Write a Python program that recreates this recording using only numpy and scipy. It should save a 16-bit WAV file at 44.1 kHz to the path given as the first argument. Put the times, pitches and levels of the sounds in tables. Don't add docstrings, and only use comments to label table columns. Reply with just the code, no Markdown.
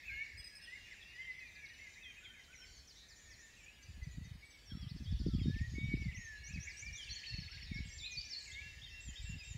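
import sys
import numpy as np
from scipy import signal
from scipy.fft import rfft, irfft, next_fast_len
from scipy.io import wavfile
from scipy.ndimage import uniform_filter1d

SR = 44100
rng = np.random.default_rng(int(sys.argv[2]) if len(sys.argv) > 2 else 0)


def bounce(signal):
    frames = np.transpose(np.atleast_2d(signal))
    limited = np.clip(frames, -1, 1)
    pcm = np.round(limited * 32767).astype(np.int16)
    wavfile.write(sys.argv[1], SR, pcm)


N = 422037

SYLLABLE_NOTES = { "falling trill": [(0, .028, 5550, 4720, 4300, -1, -4)],
                  "up and over": [(0, 0.0247, 5350, 5730, 5800, -11, 0),
                  (.027, .045, 5830, 6800, 7530, -2.5, -17.5), (.087, .04, 5900, 4900, 4250, -9.5, -13)],
                  "see-saw": [(0, .055, 6230, 4870, 3990, 0, -1.5), (.078, .05, 5540, 6020, 6880, -5, -8)],
                  "steep slur": [(0, .012, 5500, 5470, 5360, -1.5, -2),
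                  (.012, .045, 5385, 4370, 3490, -6, -8)], "thin slur": [(0, .014, 6900, 7400, 7620, -2, 2),
                  (.014, .085, 7680, 7350, 6900, -2, 1.5), (.099, .01, 6900, 6700, 6300, 0, -6)],
                  "high arch": [(0.00093, .13, 7050, 7350, 7000, -5, -2)],
                  "hook and pipe": [(0, 0.0394, 3150, 3660, 3600, -4, -0.5),
                  (.04, .01, 3600, 3290, 2920, -7, -5), (.095, .1, 2650, 2740, 2680, -7, -3.5)],
                  "drop and hold": [(0, .02, 3750, 3460, 3250, -3, -1),
                  (.02, .09, 3240, 3147, 3080, 0.5, -7.5)],
                  "short drop": [(0, .025, 2600, 2300, 1940, -0.5, 0.5)],
                  "small arch": [(0, .065, 4000, 4330, 4000, 0, 0)],
                  "thin chip": [(0.0037, .035, 8400, 7350, 6400, -12, 0)],
                  "tick": [(0, .02, 6400, 6000, 5750, -1.5, -2.5), (0, .02, 5150, 4600, 4680, -4, -1)],
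                  "steep chip": [(0, .017, 5700, 4300, 3650, -0.5, 1)],
                  "low chip": [(0.0012, 0.0279, 3050, 2300, 2070, -0.5, -4.5)],
                  "flat pipe": [(0.00061, 0.093, 3720, 3720, 3720, -1.5, -1)],
                  "low coo": [(0, .058, 1378, 1505, 1527, -5, -0.5), (0, 0.059, 2770, 3000, 3040, -14, -8)],
                  "chatter": [(0, 0.0326, 4500, 4350, 4250, -1.5, 0)]}
SYLLABLE_TIMES = { "falling trill": [(4.811, -62), (4.891, -61), (4.963, -63), (5.038, -62.5), (5.114, -62),
                  (5.191, -59), (5.266, -59), (5.341, -60), (5.417, -62), (5.487, -63), (5.572, -63)],
                  "up and over": [(6.438, -50.5), (6.6, -49), (6.766, -49), (6.927, -49), (7.098, -50.5)],
                  "see-saw": [(2.873, -62.5), (3.085, -63.5), (3.301, -64)], "steep slur": [(7.285, -57),
                  (7.4, -54.5), (7.514, -54), (7.628, -53.5), (7.743, -54)], "thin slur": [(9.005, -59.5),
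                  (9.218, -61.5), (9.432, -61)], "high arch": [(.235, -78), (.68, -77), (.86, -77),
                  (1.15, -78), (2.14, -76), (2.6, -75)], "hook and pipe": [(8.515, -55), (8.815, -53.5),
                  (9.155, -53.5)], "drop and hold": [(2.03, -57.5), (2.237, -58)],
                  "short drop": [(2.245, -59), (2.338, -63), (2.528, -59.5), (2.628, -62)],
                  "small arch": [(.098, -68), (.21, -70)], "thin chip": [(8.38, -60), (8.415, -58),
                  (8.45, -57), (8.494, -57)], "tick": [(3.826, -64), (4.03, -65.5), (4.244, -68),
                  (4.502, -66.5)], "steep chip": [(.925, -69), (1.105, -69), (1.653, -62), (1.687, -65),
                  (1.734, -66), (1.83, -75), (1.936, -65.5), (2.437, -68)], "low chip": [(5.387, -59.5),
                  (5.538, -58), (5.581, -58), (6.018, -62), (5.95, -61), (6.118, -55.5), (6.166, -55),
                  (8.451, -60)], "flat pipe": [(.76, -73), (1.06, -74), (1.27, -78), (1.512, -71),
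                  (1.77, -75), (1.91, -72), (2.12, -76), (2.22, -75), (2.35, -81), (4.235, -69.5),
                  (5.06, -66), (5.427, -61.5), (5.56, -73), (5.78, -61), (5.9, -71), (7.5, -67.5),
                  (7.66, -65.5), (8.66, -68), (8.957, -70), (9.36, -66.5), (9.44, -64)],
                  "low coo": [(2.207, -65.5), (2.279, -66), (2.484, -64), (2.585, -64.5)],
                  "chatter": [(7.107, -48.5), (7.155, -51.5), (7.265, -50.5), (7.297, -50), (7.335, -52),
                  (7.373, -52), (7.42, -58), (7.46, -60), (7.51, -60), (7.56, -63), (7.61, -60)]}


def undb(db):
    return 10 ** (np.asarray(db) / 20)


def unit(x):
    return x / np.sqrt(np.mean(x ** 2))


def curve(table):
    time_s, *columns = np.transpose(table)
    return [np.interp(np.arange(N) / SR, time_s, column) for column in columns]


def add(out, start_s, x):
    i = int(start_s * SR)
    a, b = max(i, 0), min(i + len(x), len(out))
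    if b > a:
        out[a:b] += x[a - i:b - i]


def walk(rate_hz):
    hold = int(SR / rate_hz)
    steps = np.repeat(rng.standard_normal(N // hold + 1), hold)
    slewed = uniform_filter1d(uniform_filter1d(steps, hold), hold)
    return unit(slewed[:N])


def whistle(length_s, start_hz, middle_hz, end_hz, start_db, end_db, fade_s, turn):
    t = np.arange(-fade_s, length_s + fade_s, 1 / SR)
    u = 2 * t / length_s - 1
    slope = (end_hz - start_hz) / 2
    bow = (start_hz + end_hz) / 2 - middle_hz
    hz = middle_hz + u * slope + u * u * bow
    edge = np.clip(np.minimum(t + fade_s, length_s + fade_s - t) / (2 * fade_s), 0, 1)
    level_db = start_db + (end_db - start_db) * t / length_s
    gain = undb(level_db) * np.sin(np.pi / 2 * edge) ** 2
    return np.sqrt(2) * gain * np.sin(2 * np.pi * (np.cumsum(hz) / SR + turn))


def forest(x, t60_s, onset_s=0.0045):
    t = np.arange(int(1.5 * SR)) / SR
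    tail = rng.standard_normal(len(t)) * undb(-60 * t / t60_s) * (1 - np.exp(-t / onset_s))
    return signal.fftconvolve(x, tail / np.sqrt(np.sum(tail ** 2)))[:len(x)]


def hiss(level_db=-68):
    # (frequency [Hz], relative density [dB])
    hiss_spectrum = [(18, -28), (30, 4), (66, 3.5), (480, -11.5), (1140, -16), (2190, -12), (3410, -29),
                     (5460, -27), (6910, -38), (7880, -22), (15600, -30)]
    hz, db = np.transpose(hiss_spectrum)
    size = next_fast_len(N)
    bin_hz = np.arange(size // 2 + 1) * SR / size
    shape = undb(np.interp(np.log(bin_hz + 1), np.log(hz), db))
    noise = irfft(rfft(rng.standard_normal(size)) * shape, size)[:N]
    return unit(noise) * undb(level_db)


def camera(whine_hz=12000):
    # (time [s], length [s], slip rate [Hz], level [dB])
    squeak_bursts = [(0.37, 0.04, 1665, -57), (0.437, 0.042, 1666, -56), (0.484, 0.027, 1670, -75),
                     (0.547, 0.036, 1700, -60.5), (0.612, 0.039, 1720, -61.5), (0.676, 0.05, 1690, -77)]
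    # (multiple of slip rate, relative level [dB])
    squeak_orders = [(3, 3), (5, -6.5), (6, -19), (8, -25), (9, -27.5)]
    # (time [s], length [s], level [dB])
    whine_spans = [(0, 0.17, -80.5), (8.4, 1, -91)]
    squeak = np.zeros(N)
    for s, length_s, slip_hz, db in squeak_bursts:
        for k, order_db in squeak_orders:
            hz, part_db = k * slip_hz, db + order_db
            part = whistle(length_s, hz, 1.004 * hz, .985 * hz, part_db, part_db - 2.0, 0.0047, 0)
            add(squeak, s, part)
    out = squeak * undb(2.6 * walk(152.2)) + undb(-5.5) * forest(squeak, 0.71)
    for s, length_s, db in whine_spans:
        add(out, s, whistle(length_s, whine_hz, whine_hz, whine_hz, db, db, 0.027, 0))
    return out


def crowd(range_hz, base_length_s, sweep, direct_db, count):
    lead_s = 1
    direct = np.zeros(N + lead_s * SR)
    low_hz, high_hz = range_hz
    for when, pitch, a, b, c, size in rng.random((count, 6)):
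        hz = low_hz * (high_hz / low_hz) ** pitch
        bend_hz = hz * sweep * (1.406 * a - .4)
        middle_hz = hz * (1 + sweep * (c - .5) / 2)
        length_s = base_length_s * (0.392 + 1.612 * b)
        db = 9 * size
        note = whistle(length_s, hz + bend_hz, middle_hz, hz - bend_hz, db, db, 0.00582, c)
        add(direct, when * len(direct) / SR, note)
    return unit(undb(direct_db) * direct + forest(direct, 0.67))[-N:]


def far_birds():
    # (time [s], low crowd level [dB], middle crowd level [dB], high crowd level [dB])
    chorus_levels = [(0.0, -56, -67, -69), (0.48, -62, -67, -78), (1.97, -62, -72, -71.5),
                     (2.93, -73, -69, -74.5), (3.33, -67, -71, -68), (4.58, -72, -69, -81.5),
                     (5.3, -72.5, -64, -76), (5.99, -66, -67, -74), (6.9, -60.5, -69, -73),
                     (7.2, -59, -62, -67.5), (7.46, -61.5, -62, -73), (9.57, -65.5, -67, -71)]
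    low_db, mid_db, high_db = curve(chorus_levels)
    low = crowd((1645.5, 2889), 0.04434, 0.0709, -0.25, count=1100)
    mid = crowd((2900, 5596), .016, 0.1404, -2.3, count=1700)
    high = crowd((5500, 7486), 0.0199, 0.0506, -3.5, count=900)
    return low * undb(low_db) + mid * undb(mid_db) + high * undb(high_db)


def gust(breeze_db=-69.5, rise_db_per_s=249, fall_db_per_s=204):
    # (time [s], hold [s], level [dB])
    wind_puffs = [(.1, 0.048, -55.5), (0.353, .04, -56.5), (2.682, 0.11, -61), (3.27, .05, -61),
                  (3.897, .1, -51.5), (4.029, 0.038, -44.5), (4.183, 0.018, -44), (4.292, 0.02, -44.5),
                  (4.731, 0.4, -47), (5.1, 0.52, -39), (5.7, 0.39, -42), (6.173, 0.025, -48.5),
                  (6.337, 0.18, -54.5), (6.547, 0.035, -43.5), (6.685, 0.0088, -55), (6.859, 0.062, -50.5),
                  (7.089, 0.031, -51), (7.336, 0.065, -46), (7.464, .2, -53.5), (7.697, 0.15, -44),
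                  (7.968, 0.038, -52), (8.163, 0.051, -53), (8.487, 0.49, -57), (9.077, 0.051, -46),
                  (9.207, 0.14, -45.5), (9.508, 0.12, -47)]
    t = np.arange(N) / SR
    power = np.full(N, undb(2 * breeze_db))
    for s, hold_s, db in wind_puffs:
        near = slice(max(int((s - .5) * SR), 0), int((s + hold_s + .5) * SR))
        before_db = rise_db_per_s * (s - t[near])
        after_db = fall_db_per_s * (t[near] - s - hold_s)
        below_db = np.maximum(np.maximum(before_db, after_db), 0)
        power[near] += undb(2 * (db - below_db))
    return 10 * np.log10(power)


def eddy(hz, db, turn, cycles=.3, slowing=.15):
    u = np.arange(-2, 2, hz / SR)
    return undb(db) / np.cosh(u / cycles) * np.cos(2 * np.pi * (u - slowing * u * u + turn))


def wind(slow_hz=48, count=900):
    # (centre time [s], centre frequency [Hz], envelope peak [dB])
    big_eddies = [(4.184, 156, -35.5), (4.754, 155, -35), (5.111, 70, -28.5), (5.127, 141, -28.5),
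                  (5.149, 57.5, -29.5), (5.238, 107, -36), (5.253, 92.5, -29.5), (5.266, 262, -25),
                  (5.273, 158, -26.5), (5.286, 213, -28.5), (5.296, 162, -32), (5.335, 91, -30),
                  (5.351, 168, -23), (5.362, 68, -27), (5.386, 166, -30), (5.4, 121, -34),
                  (5.421, 89, -28.5), (5.447, 140, -35), (5.46, 220, -26.5), (5.472, 140, -26.5),
                  (5.484, 165, -21), (5.501, 184, -29.5), (5.546, 90, -31), (5.564, 90, -35.3),
                  (5.622, 79.4, -29), (5.681, 92.5, -39), (5.785, 235, -31.5), (5.844, 135, -28.5),
                  (5.859, 118, -31), (5.892, 138, -37), (5.941, 211, -23.5), (5.95, 103, -29),
                  (6.015, 120, -39), (6.067, 130, -29.5), (6.085, 87, -28), (4.072, 131, -39.5),
                  (4.272, 109, -40), (4.722, 176, -38), (4.83, 140, -37.5), (5.024, 158, -38),
                  (6.562, 172, -38), (7.762, 159, -37.5), (7.806, 168, -37.5), (7.858, 121, -39),
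                  (9.552, 141, -42), (7.343, 91, -34), (7.719, 171, -31.5), (9.301, 126, -33)]
    gust_db = gust()
    small, big = np.zeros(N), np.zeros(N)
    for when, pitch, size, turn in rng.random((count, 4)):
        octaves = np.clip((gust_db[int(when * N)] + 73.5) / 13, .3, 2.3)
        hz = slow_hz * 2 ** (octaves * pitch ** 1.5)
        add(small, when * N / SR, eddy(hz, -4.0 * np.log(size + .1), turn))
    small /= np.sqrt(uniform_filter1d(small ** 2, int(.07 * SR)) + 1e-9)
    for (s, hz, db), turn in zip(big_eddies, rng.random(len(big_eddies))):
        swing = eddy(hz, db, turn)
        add(big, s - len(swing) / SR / 2, swing)
    gust_power = undb(2 * gust_db)
    room = gust_power - uniform_filter1d(big ** 2, int(.06 * SR))
    return big + small * np.sqrt(np.maximum(room, 0.74 * gust_power))


def buzzes(swing_hz=250, rate_hz=130):
    # (time [s], length [s], start [Hz], end [Hz], level [dB])
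    buzzy_notes = [(2.65, 0.162, 4450, 4300, -67.5), (2.95, 0.1, 3700, 4100, -65.5),
                   (7.04, .16, 3400, 2950, -61.5), (6.66, 0.043, 2150, 2200, -53.5),
                   (9.13, 0.083, 5000, 5000, -67)]
    out = np.zeros(N)
    uneven_hz = rate_hz * undb(1.5 * walk(40))
    shake_rad = swing_hz / rate_hz * np.sin(2 * np.pi * np.cumsum(uneven_hz) / SR)
    for s, length_s, start_hz, end_hz, db in buzzy_notes:
        add(out, s, whistle(length_s, start_hz, (start_hz + end_hz) / 2, end_hz, db, db, 0.0097, 0))
    analytic = signal.hilbert(out, next_fast_len(N))[:N]
    return np.real(analytic * np.exp(1j * shake_rad))


def trills():
    # (time [s], spacing [s], chips, length [s], start [Hz], middle [Hz], end [Hz], mean level [dB])
    chip_runs = [(7.33, .0475, 7, .016, 1950, 2300, 3000, -58),
                 (1.305, .081, 4, .022, 5200, 4300, 3950, -67), (1.77, .03, 5, .014, 6200, 4900, 3800, -69)]
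    out = np.zeros(N)
    for s, spacing_s, count, *note, db in chip_runs:
        for k, vary_db in enumerate(rng.standard_normal(count)):
            add(out, s + k * spacing_s, whistle(*note, db + vary_db, db + vary_db, .003, 0))
    return out


def repeaters(fade_s=.005, pitch_spread=.003):
    out = np.zeros(N)
    for name, times in SYLLABLE_TIMES.items():
        for (s, db), (shift, turn) in zip(times, rng.standard_normal((len(times), 2))):
            for delay_s, length_s, *hz, start_db, end_db in SYLLABLE_NOTES[name]:
                shifted_hz = np.multiply(hz, 1 + pitch_spread * shift)
                note = whistle(length_s, *shifted_hz, db + start_db, db + end_db, fade_s, turn)
                add(out, s + delay_s - fade_s, note)
    return out


def single_whistles(fade_s=.005):
    # (time [s], length [s], start [Hz], middle [Hz], end [Hz], start level [dB], end level [dB])
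    song_notes = [(0.051, 0.055, 2630, 2597, 2215, -56, -43), (0.093, 0.14, 1560, 1690, 1820, -62, -59.5),
                  (0.102, 0.14, 2180, 2172, 2310, -51, -46.5), (0.653, 0.038, 3390, 3000, 2800, -65, -63),
                  (0.658, 1.4, 5980, 6004, 5890, -83, -79), (0.673, 0.092, 1880, 1996, 2200, -53.5, -53.5),
                  (0.911, 0.043, 2130, 1845, 1370, -50.5, -72), (1.012, 0.022, 3900, 3510, 3280, -66, -58),
                  (1.015, 0.19, 2590, 2800, 3000, -63, -64), (1.144, 0.053, 1964, 1927, 2074, -53, -50),
                  (1.195, 0.12, 2043, 2086, 1997, -48, -50), (1.216, 0.04, 3200, 3093, 3150, -63, -58),
                  (1.369, 0.084, 2060, 2056, 2080, -58, -58), (1.403, 0.1, 2590, 2450, 2325, -61, -57),
                  (1.55, 0.115, 2425, 2340, 2140, -63, -54.5), (1.7, 0.04, 1950, 1870, 1800, -58, -63),
                  (1.79, 0.09, 2000, 2170, 1980, -60, -56), (0.72, 0.19, 2930, 2785, 2910, -66, -69),
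                  (1.15, 0.12, 4950, 4770, 4730, -71, -75), (2.35, 0.15, 3095, 3056, 3090, -67, -71),
                  (2.37, 0.047, 2204, 2050, 1900, -64, -62), (1.96, 0.035, 1890, 2150, 2500, -57, -61),
                  (2.01, 0.057, 2600, 2550, 2480, -61, -62), (2.05, 0.04, 2100, 2000, 1910, -61, -57),
                  (2.08, 0.045, 2440, 2450, 2250, -60, -59), (2.16, 0.04, 2285, 2550, 2350, -62, -60),
                  (2.55, 0.11, 6100, 5520, 5360, -65, -62), (2.579, 0.05, 2485, 3020, 3123, -80, -58),
                  (2.734, 0.05, 7030, 6500, 6100, -70, -68), (3.09, 0.19, 7170, 7020, 6900, -74, -72),
                  (3.1, 0.23, 1797, 1836, 1774, -71.5, -70.5), (3.38, 0.12, 1950, 1804, 1810, -63.5, -72),
                  (3.72, 0.09, 2850, 2925, 2950, -67, -70), (4.655, 0.025, 6100, 5700, 5490, -70, -62),
                  (3.36, 0.1, 7050, 7090, 7110, -80, -65), (3.565, 0.12, 2910, 2305, 2603, -67, -60.5),
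                  (3.626, 0.025, 7160, 7100, 6600, -76, -61), (3.674, 0.054, 2498, 2580, 2920, -62, -68),
                  (4.014, 0.28, 2044, 1927, 2125, -61.5, -74), (4.112, 0.04, 6400, 7030, 6350, -67, -74),
                  (4.424, 0.17, 2224, 2297, 2104, -61, -72), (4.446, 0.36, 8100, 7570, 7630, -75, -89.5),
                  (4.685, 0.04, 3000, 3260, 3230, -78, -56), (4.678, 0.14, 5560, 5430, 5700, -60.5, -74),
                  (4.702, 0.075, 1696, 1344, 1290, -69, -76), (4.775, 0.083, 3390, 3340, 3080, -68, -64),
                  (4.778, 0.091, 1260, 1214, 1184, -75, -74), (4.872, 0.049, 2750, 3980, 4600, -62.5, -68),
                  (5.058, 0.066, 3060, 3430, 3440, -61.5, -63), (5.203, 0.2, 1500, 1350, 1216, -79, -76),
                  (5.303, 0.048, 3820, 3550, 3050, -72, -59), (5.348, 0.1, 3340, 3335, 3030, -66, -62),
                  (5.47, 0.19, 1660, 1782, 1921, -68.5, -51.5), (5.608, 0.027, 7700, 6770, 6600, -73, -65),
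                  (5.75, 0.19, 2204, 2260, 2233, -57, -50.5), (5.95, 0.17, 2270, 2198, 1890, -58.5, -54.5),
                  (5.65, 0.11, 6700, 6720, 6380, -72, -64.5), (6.008, 0.044, 6230, 4980, 4400, -69, -63),
                  (6.19, 0.2, 5570, 5480, 5480, -70, -76), (6.352, 0.17, 3950, 4250, 4230, -67, -70),
                  (6.142, 0.25, 2043, 1800, 1687, -55, -59), (6.147, 0.091, 5400, 6590, 6590, -59.5, -62.5),
                  (6.244, 0.04, 6500, 6220, 6150, -55, -75), (6.407, 0.12, 2370, 2225, 2750, -67, -56),
                  (6.539, 0.033, 2510, 2564, 2400, -54, -52), (6.571, 0.021, 2424, 2000, 1420, -43.5, -70),
                  (6.671, 0.11, 2206, 2412, 2430, -48, -86), (6.721, 0.076, 7930, 7950, 8250, -76, -69),
                  (6.824, 0.1, 2256, 2363, 2304, -49, -47.5), (6.945, 0.09, 3800, 3350, 2990, -62, -49),
                  (6.972, 0.11, 10400, 9110, 8140, -79, -76), (7.09, 0.014, 4500, 4150, 4050, -53, -50),
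                  (7.07, 0.023, 2880, 2700, 2550, -57, -54), (7.49, 0.08, 1294, 1550, 1680, -72, -68),
                  (7.129, 0.17, 1880, 1885, 1794, -70, -63), (7.234, 0.035, 1990, 3130, 2120, -49, -56),
                  (7.254, 0.017, 3700, 3950, 4420, -61, -58), (7.284, 0.08, 2670, 2734, 2580, -63, -55),
                  (7.701, 0.086, 2424, 2165, 2280, -61.5, -48.5),
                  (7.848, 0.2, 7580, 7360, 7170, -68.5, -58), (7.855, 0.044, 9000, 7600, 5700, -78, -60),
                  (7.898, 0.042, 5800, 5560, 6100, -69, -55), (7.974, 0.018, 6840, 5530, 4240, -64, -48.5),
                  (7.992, 0.063, 4180, 3500, 3970, -56, -48), (8.021, 0.044, 2230, 2520, 2730, -56, -57),
                  (8.059, 0.023, 3840, 4180, 3670, -43, -52), (8.061, 0.38, 2503, 2373, 2288, -50, -71),
                  (8.11, 0.054, 6720, 5700, 4740, -56, -56), (8.17, 0.029, 4550, 4522, 4720, -46, -41.5),
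                  (8.209, 0.017, 4740, 5520, 6560, -43, -69), (8.237, 0.029, 4990, 5490, 6000, -60, -53),
                  (8.288, 0.032, 6850, 5710, 5300, -66, -43.5), (8.318, 0.026, 5460, 4640, 4160, -52, -43),
                  (8.347, 0.07, 4065, 4450, 3900, -45.5, -56.5),
                  (8.488, 0.19, 1680, 1685, 1715, -65.5, -62), (9.125, 0.23, 5510, 5390, 5450, -74, -75),
                  (8.47, 0.03, 2350, 2147, 2080, -59, -55), (8.5, 0.12, 2080, 2146, 2400, -55, -51),
                  (8.86, 0.031, 3260, 3150, 3080, -58, -59), (9.079, 0.094, 3280, 3070, 3230, -62.5, -58.5),
                  (9.4, 0.041, 2656, 2510, 2370, -57, -57), (9.384, 0.044, 5050, 4930, 5330, -57, -68),
                  (9.445, 0.083, 2650, 2710, 2610, -59.5, -70)]
    out = np.zeros(N)
    for (s, *note), turn in zip(song_notes, rng.random(len(song_notes))):
        add(out, s - fade_s, whistle(*note, fade_s, turn))
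    return out


def near_birds(twigs_t60_s=0.083, twigs_db=-4.5, forest_t60_s=1, echo_db=-5.5):
    song = buzzes() + trills() + repeaters() + single_whistles()
    direct = song * undb(0.35 * walk(60))
    blur = undb(twigs_db) * forest(song, twigs_t60_s, onset_s=0.00077)
    echo = undb(echo_db) * forest(song, forest_t60_s)
    return direct + blur + echo


def scene():
    mono = hiss() + camera() + far_birds() + wind() + near_birds()
    return np.array([mono, mono])


def record(dry, bass_hz=38, top_hz=15720):
    dry = signal.sosfilt(signal.butter(3, bass_hz, "high", fs=SR, output="sos"), dry)
    return signal.sosfilt(signal.ellip(10, .2, 60, top_hz, fs=SR, output="sos"), dry)


dry = scene()
out = record(dry)
bounce(out)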